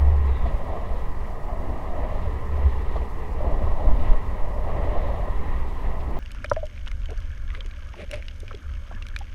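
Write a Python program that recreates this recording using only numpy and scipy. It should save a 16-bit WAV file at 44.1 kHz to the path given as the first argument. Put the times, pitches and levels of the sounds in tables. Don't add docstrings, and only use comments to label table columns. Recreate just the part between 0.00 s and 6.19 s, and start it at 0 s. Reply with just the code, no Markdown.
import sys
import numpy as np
from scipy import signal
from scipy.fft import rfft, irfft, next_fast_len
from scipy.io import wavfile
from scipy.ndimage import uniform_filter1d, map_coordinates

SR = 44100
rng = np.random.default_rng(int(sys.argv[2]) if len(sys.argv) > 2 else 0)


def store_pcm(level_fs):
    pcm = np.round(np.clip(level_fs, -1, 1) * 32767).astype(np.int16)
    wavfile.write(sys.argv[1], SR, np.atleast_2d(pcm).T)


N = 272979

# (time [s], speed re the usual [dB])
AIR_SPEED = [(0, 1), (0.2, 0.5), (0.35, 1), (0.47, 0.8), (0.58, 0), (0.76, 0), (0.98, -0.5), (1.15, -0.8),
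             (1.42, -1.4), (1.6, -0.5), (1.88, -0.5), (2.04, 0.5), (2.3, 0.5), (2.44, -0.5), (2.6, 1),
             (2.97, 0), (3.08, -1), (3.22, 0.1), (3.33, -1), (3.48, 0.5), (3.72, 0.3), (3.81, -0.7),
             (3.9, 0.6), (3.97, -0.1), (4.04, 2), (4.14, 1.5), (4.22, 0), (4.42, 0), (4.55, -1),
             (4.76, 1.5), (4.89, 2), (5.04, 1), (5.22, 0.5), (5.53, 1.6), (5.72, -1), (5.79, -0.5),
             (5.86, 1), (5.97, -1), (6.18, 0)]
# (frequency [Hz], relative spectral density [dB])
BACKGROUND_SPECTRUM = [(1000, 3.5), (4500, 6.5), (6000, 3.8), (8000, 1), (11000, -1), (15700, -3.5)]
SPIT_SPECTRUM = [(1500, -2), (2800, 0), (3500, -1), (4500, -6), (5300, -14), (8000, -35)]
EDGE_SPECTRUM = [(1800, -44), (2700, 0.5), (3300, 0), (3750, -0.5), (4100, -3), (4400, -9.5), (6000, -22),
                 (10000, -50)]
HOWL_SPECTRUM = [(200, 9), (400, 3), (590, 4.5), (850, 3), (1150, 2), (1400, -14.5), (2500, -35),
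                 (5000, -55)]
RUSH_SPECTRUM = [(150, -3.5), (330, -22), (520, -0.5), (670, -3), (800, 1), (1120, -10), (1290, -7.5),
                 (1410, -18), (1700, -14), (2200, -16), (2550, -20), (3200, -28.5), (4500, -44),
                 (8000, -74)]
GROWL_SPECTRUM = [(170, -26), (250, 2), (300, -1), (370, -4.5), (480, -10)]
ROAR_SPECTRUM = [(60, -37), (105, -3), (140, -0.5), (190, -2), (225, -5.5), (320, -8.5), (430, -7),
                 (700, -21.5), (1300, -38.5)]
BOOM_SPECTRUM = [(38, -6.5), (54, -1.5), (70, -1.5), (84, -12.5), (100, -10.5), (125, -24.5), (200, -44)]
RUMBLE_SPECTRUM = [(4, -1.5), (10, 2.5), (18, 5.5), (30, -2), (46, -11), (58, -7.5), (80, -20), (130, -38),
                   (300, -64)]
# (time [s], pitch [Hz], relative level [dB])
WHISTLE = [(0.2, 3980, -80), (0.29, 3860, -67), (0.335, 3850, -65), (0.365, 3660, -58), (0.41, 3610, -65),
           (0.48, 3470, -64), (0.55, 3350, -82)]
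# (time [s], level [dB], length [s])
SPITS = [(0.475, -55, 0.053), (2.968, -50.5, .01), (6.008, -53, 0.017), (6.171, -54, .004)]
# (start [s], length [s], drive [dB])
SWISHES = [(.44, 0.08, -65.5), (0.7, 0.27, -65), (2.17, 0.088, -64), (2.68, 0.27, -64), (3.52, 0.4, -65),
           (4.0, 0.088, -63), (4.98, 0.15, -63), (5.7, .15, -64.5)]
# (start [s], length [s], relative level [dB])
MOANS = [(0.0, 0.37, -45), (2.25, 0.51, -45), (2.88, 0.13, -45), (3.2, 0.16, -44), (3.56, 0.037, -44),
         (4.7, 0.21, -42)]
# (time [s], relative level [dB], length [s], pitch [Hz])
PUFFS = [(0.463, -32, .022, 655), (0.508, -36, .016, 670), (0.614, -33.5, .009, 590),
         (0.955, -37, .02, 535), (1.99, -33, .024, 610), (2.06, -34, .026, 635), (2.125, -35, .016, 610),
         (2.262, -35, .02, 580), (2.964, -28.5, .01, 640), (2.975, -36, .016, 1150),
         (3.021, -31, .007, 640), (3.45, -30.5, .02, 575), (3.622, -33, .022, 615),
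         (3.675, -33, .016, 1045), (3.715, -34, .018, 1030), (3.888, -31.5, .018, 590),
         (4.007, -32, .008, 620), (4.14, -33, .014, 600), (4.71, -35, .02, 1040), (4.965, -30, .016, 640),
         (5.058, -32, .018, 610), (5.098, -32, .01, 630), (5.284, -28, .009, 600), (6.171, -31, .004, 700)]
# (start [s], length [s], drive [dB])
GUSTS = [(0.0, 0.12, -40), (.47, 0.5, -41), (.68, 0.1, -35), (.8, 0.055, -38.5), (1.29, 0.12, -42),
         (1.5, 0.051, -37.5), (1.62, 0.35, -39.5), (1.92, 0.12, -37), (2.12, 0.061, -38.5),
         (2.56, 0.047, -41), (3.41, 0.11, -33.5), (3.56, 0.35, -37.5), (3.8, 0.072, -34.5),
         (4.04, 0.087, -38), (4.35, 0.42, -40), (4.56, .14, -36), (4.7, 0.51, -35), (5.87, 0.15, -42),
         (6.12, 0.11, -43)]
# (time [s], pitch [Hz])
OPENING_PITCH = [(0.45, 658.9), (0.57, 585.8), (0.72, 614.8), (0.96, 555.4), (1.5, 668), (1.95, 630.4),
                 (2.26, 578.2), (3.42, 602.2), (3.85, 631.1), (4.4, 599), (4.8, 609.4), (5.3, 624)]
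# (frequency [Hz], bandwidth [Hz], boost [dB])
HOUSING_MODES = [(253, 23, 12.5), (395, 8.2, 18.5), (1040.5, 104, 12.5), (1218, 54, 2.5), (1922, 132, 9.5),
                 (2800, 130, 4), (3060, 63, 5.5)]
# (start [s], length [s], drive lift [dB])
SURGES = [(.45, 0.042, 2.5), (1.62, 0.14, 4.5), (3.43, 0.26, 4), (3.84, 0.13, 6), (4.04, 0.12, 2.5),
          (4.78, 0.088, 3.5), (5.42, 0.05, 3), (6.09, 0.046, 5.5)]
# (start [s], length [s], lift [dB])
FLURRIES = [(1.68, 0.059, 6), (2.28, 0.055, 7), (3.44, 0.056, 5), (3.62, 0.034, 5.5), (3.85, 0.059, -1.5),
            (4.76, 0.091, 2.5), (5.05, 0.16, 6), (6.05, 0.051, 4.5)]
# (time [s], pitch [Hz], relative level [dB])
FLUTTER = [
    [(0.0, 75.4, -18), (0.12, 74.1, -15), (0.22, 68.3, -24), (0.26, 67.3, -19), (0.39, 63.5, -25.5)],
    [(2.46, 70, -28), (2.56, 74, -25), (2.61, 72.86, -29.5), (2.665, 72.3, -13.5), (2.72, 62.6, -28),
     (2.8, 66.7, -26.5)],
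]
# (time [s], relative level [dB])
BUFFET = [(0.0, -19.5), (0.3, -28.5), (0.5, -22), (0.6, -30), (0.8, -32), (1.0, -28.5), (1.2, -30),
          (1.42, -33), (1.72, -31), (2.15, -27.5), (2.36, -31.5), (2.56, -28.5), (2.96, -26), (3.08, -34),
          (3.33, -26.5), (3.45, -26.5), (3.68, -26.5), (3.8, -24), (3.96, -21), (4.2, -28), (4.6, -26.5),
          (4.9, -27.5), (5.28, -30), (5.5, -25.5), (5.68, -27.5), (5.86, -27), (6.18, -27.5)]
# (time [s], peak [dB], half-width [s], push or suction [+1, -1])
THUMPS = [(0.443, -16, 0.0043, 1), (0.543, -11.5, 0.0044, -1), (0.912, -17, 0.0054, -1),
          (0.934, -20, 0.012, 1), (1.097, -19.5, 0.015, 1), (1.53, -17.5, .005, -1),
          (1.705, -13.5, 0.0041, -1), (3.481, -12.5, 0.0035, -1), (3.539, -13.5, 0.012, 1),
          (3.73, -11.5, 0.0088, 1), (3.768, -13, .013, -1), (3.876, -9, 0.0043, -1), (3.911, -9, .019, 1),
          (4.023, -7, 0.015, -1), (4.111, -4, 0.0094, 1), (4.164, -9, 0.011, -1), (4.439, -16, 0.032, 1),
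          (4.829, -14.5, 0.0046, -1), (4.894, -10, 0.0093, -1), (4.985, -12.5, 0.013, 1),
          (5.235, -14.5, 0.0065, -1), (5.306, -14, 0.008, 1), (5.404, -13, 0.018, 1)]


def from_db(db):
    return 10 ** (np.asarray(db) / 20)


def rms_one(x):
    return x / np.sqrt(np.mean(x ** 2) + 1e-20)


def seconds():
    return np.arange(N) / SR


def in_time(rows):
    times, *columns = np.transpose(rows)
    return [np.interp(seconds(), times, column) for column in columns]


def drift(rate_hz):
    step, settle = 40, 2000
    pole = np.exp(-2 * np.pi * step * rate_hz / SR)
    white = rng.standard_normal(N // step + settle + 2)
    slow = signal.lfilter([1], [1, -2 * pole, pole * pole], white)[settle:]
    return np.interp(np.arange(N) / step, np.arange(len(slow)), rms_one(slow))


def noise(spectrum):
    size = next_fast_len(N)
    hz = np.maximum(np.arange(size // 2 + 1) * SR / size, 1)
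    points_hz, points_db = np.transpose(spectrum)
    gain = from_db(np.interp(np.log(hz), np.log(points_hz), points_db))
    gain = gain * np.minimum(1, points_hz[-1] / hz) ** 2 * np.minimum(1, hz / points_hz[0]) ** 2
    return rms_one(irfft(rfft(rng.standard_normal(size)) * gain, size)[:N])


def narrow_noise(hz, width_hz):
    phase = 2 * np.pi * np.cumsum(hz) / SR
    lowpass = signal.butter(2, width_hz / 2, fs=SR, output="sos")
    a, b = signal.sosfilt(lowpass, rng.standard_normal((2, N)))
    return rms_one(a * np.cos(phase) + b * np.sin(phase))


def resonance(x, hz, width_hz):
    r = np.exp(-np.pi * width_hz / SR)
    feedback = [1, -2 * r * np.cos(2 * np.pi * hz / SR), r * r]
    return signal.lfilter(np.array([1, 0, -1]) * (1 - r * r) / 2, feedback, x)


def evened(x, span_s):
    size = max(int(span_s * SR), 2)
    return x / np.sqrt(uniform_filter1d(uniform_filter1d(x * x, size), size) + 1e-12)


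def swell(at_s, half_width_s):
    return np.exp(-.5 * ((seconds() - at_s) / half_width_s) ** 2)


def wind_level(usual_db, exponent):
    speed_db, = in_time(AIR_SPEED)
    return usual_db + exponent * speed_db


def gusting(rows, rest_db, attack_s=0.048, release_s=0.08, inertia=0.15):
    t, lift_db = seconds(), 0
    for start_s, length_s, level_db in rows:
        rise = (t - start_s) / (attack_s + inertia * length_s)
        fall = (start_s + length_s - t) / (release_s + inertia * length_s)
        lift_db = np.maximum(lift_db, (level_db - rest_db) * np.clip(1 + np.minimum(rise, fall), 0, 1))
    return rest_db + lift_db


def above_onset(drive_db, onset_db):
    return np.sqrt(np.maximum(from_db(drive_db) ** 2 - from_db(onset_db) ** 2, 0))


def whistle(gain_db=1.5, width_hz=330):
    hz, whistle_db = in_time(WHISTLE)
    blowing = (seconds() > WHISTLE[0][0]) & (seconds() < WHISTLE[-1][0])
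    return blowing * from_db(whistle_db + gain_db) * narrow_noise(hz, width_hz)


def spits():
    strength = sum(from_db(level_db) * swell(at_s, length_s / 2) for at_s, level_db, length_s in SPITS)
    return strength * noise(SPIT_SPECTRUM)


def edge_hiss(gain_db=6.5, flicker_db=1.3):
    drive_db = gusting(SWISHES, rest_db=wind_level(-66.0, exponent=0.65))
    strength = above_onset(drive_db, onset_db=-67.0) * from_db(gain_db + flicker_db * drift(29))
    return strength * noise(EDGE_SPECTRUM)


def moan(cavity_hz=426, width_hz=120):
    air = resonance(rng.standard_normal(N), cavity_hz, width_hz)
    air = resonance(air, cavity_hz, width_hz)
    moan_db = gusting(MOANS, rest_db=-58) + wind_level(0, exponent=0.6)
    return from_db(moan_db) * evened(air, span_s=0.22)


def puffs(waver=0.06, fall_per_s=4.0, gain_db=-2.5, breath_db=-2.5):
    breath = from_db(breath_db) * noise(HOWL_SPECTRUM)
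    wobble = 1 + waver * drift(124.0)
    out = np.zeros(N)
    for at_s, level_db, length_s, hz in PUFFS:
        fall = 1 - fall_per_s * np.clip(seconds() - at_s, -length_s, length_s)
        hoot = np.sqrt(2) * np.sin(2 * np.pi * np.cumsum(hz * wobble * fall) / SR)
        out += from_db(level_db + gain_db) * swell(at_s, length_s / 2) * (hoot + breath)
    return out


def howl(width_hz=140, sputter_db=1.8, waver_db=1.0, bend=0.035, breath_db=-12.0):
    crossflow_db = gusting(GUSTS, rest_db=-47) + waver_db * drift(14)
    turbulence = noise(HOWL_SPECTRUM) * from_db(sputter_db * drift(31))
    hz = in_time(OPENING_PITCH)[0] * (1 + bend * drift(9))
    hoot = evened(resonance(turbulence, hz.mean(), width_hz), span_s=0.026)
    bent = map_coordinates(hoot, [np.cumsum(hz / hz.mean())], mode="mirror")
    breath = from_db(breath_db) * noise(HOWL_SPECTRUM)
    return (bent + breath) * above_onset(crossflow_db, onset_db=-46.5)


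def rush(crossover_hz=1450, body_flicker_db=0.1, top_flicker_db=1.0):
    air = noise(RUSH_SPECTRUM)
    for hz, width_hz, boost_db in HOUSING_MODES:
        air = air + (from_db(boost_db) - 1) * resonance(air, hz, width_hz)
    body = signal.sosfiltfilt(signal.butter(4, crossover_hz, fs=SR, output="sos"), air)
    body_db = wind_level(-42.0, exponent=0.88) + body_flicker_db * drift(43)
    top_db = wind_level(-51.33, exponent=2.14) + top_flicker_db * drift(34)
    return from_db(body_db) * evened(body, span_s=0.23) + from_db(top_db) * evened(air - body, span_s=0.091)


def growl():
    surge = from_db(gusting(SURGES, rest_db=0)) - 1
    return surge * from_db(wind_level(-40.0, exponent=0.59)) * noise(GROWL_SPECTRUM)


def roar(surge_share=0.6, waver_db=0.2):
    surge_db = surge_share * gusting(SURGES, rest_db=0)
    roar_db = wind_level(-41.5, exponent=1.08) + surge_db + waver_db * drift(7.2)
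    return from_db(roar_db) * evened(noise(ROAR_SPECTRUM), span_s=0.19)


def shedding(eddy_share=0.61, lumpy_db=2.0, wobble=0.027, throb_db=1.0, fade_s=0.045, tone_db=-0.5):
    rumble_db, = in_time(BUFFET)
    boom_db = wind_level(-31.5, exponent=1.7) + eddy_share * (rumble_db - rumble_db.mean())
    boom_db += gusting(FLURRIES, rest_db=0) + lumpy_db * drift(15.7)
    hz, flutter_db = in_time([row for spell in FLUTTER for row in spell])
    t = seconds()
    inside_s = [np.minimum(t - spell[0][0], spell[-1][0] - t) for spell in FLUTTER]
    locked = sum(np.clip(1 + s / fade_s, 0, 1) for s in inside_s)
    tone = np.sqrt(2) * np.sin(2 * np.pi * np.cumsum(hz * (1 + wobble * drift(13.7))) / SR)
    boom = from_db(boom_db) * evened(noise(BOOM_SPECTRUM), span_s=.07)
    return boom + locked * from_db(flutter_db + tone_db + throb_db * drift(22)) * tone


def buffeting(gain_db=3.0, lumpy_db=1.47):
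    rumble_db, = in_time(BUFFET)
    eddies = evened(noise(RUMBLE_SPECTRUM), span_s=.14)
    pressure = from_db(rumble_db + gain_db + lumpy_db * drift(12.3)) * eddies
    for at_s, peak_db, half_width_s, polarity in THUMPS:
        recoil = 1 - ((seconds() - at_s) / half_width_s) ** 2 / 2
        pressure += polarity * from_db(peak_db) * recoil * swell(at_s, half_width_s)
    return pressure


def scene():
    eddies = buffeting() + shedding() + roar() + growl()
    cavities = rush() + howl() + moan() + puffs()
    edges = edge_hiss() + spits() + whistle()
    return (eddies + cavities + edges)[None]


def record(dry, hiss_db=-62.5, waver_db=0.85, cutoff_hz=15720, offset=0.0246):
    hiss = from_db(hiss_db + waver_db * drift(30)) * noise(BACKGROUND_SPECTRUM)
    lowpass = signal.ellip(12, .1, 80, cutoff_hz, fs=SR, output="sos")
    return signal.sosfilt(lowpass, dry + hiss) + offset


dry = scene()
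out = record(dry)
store_pcm(out)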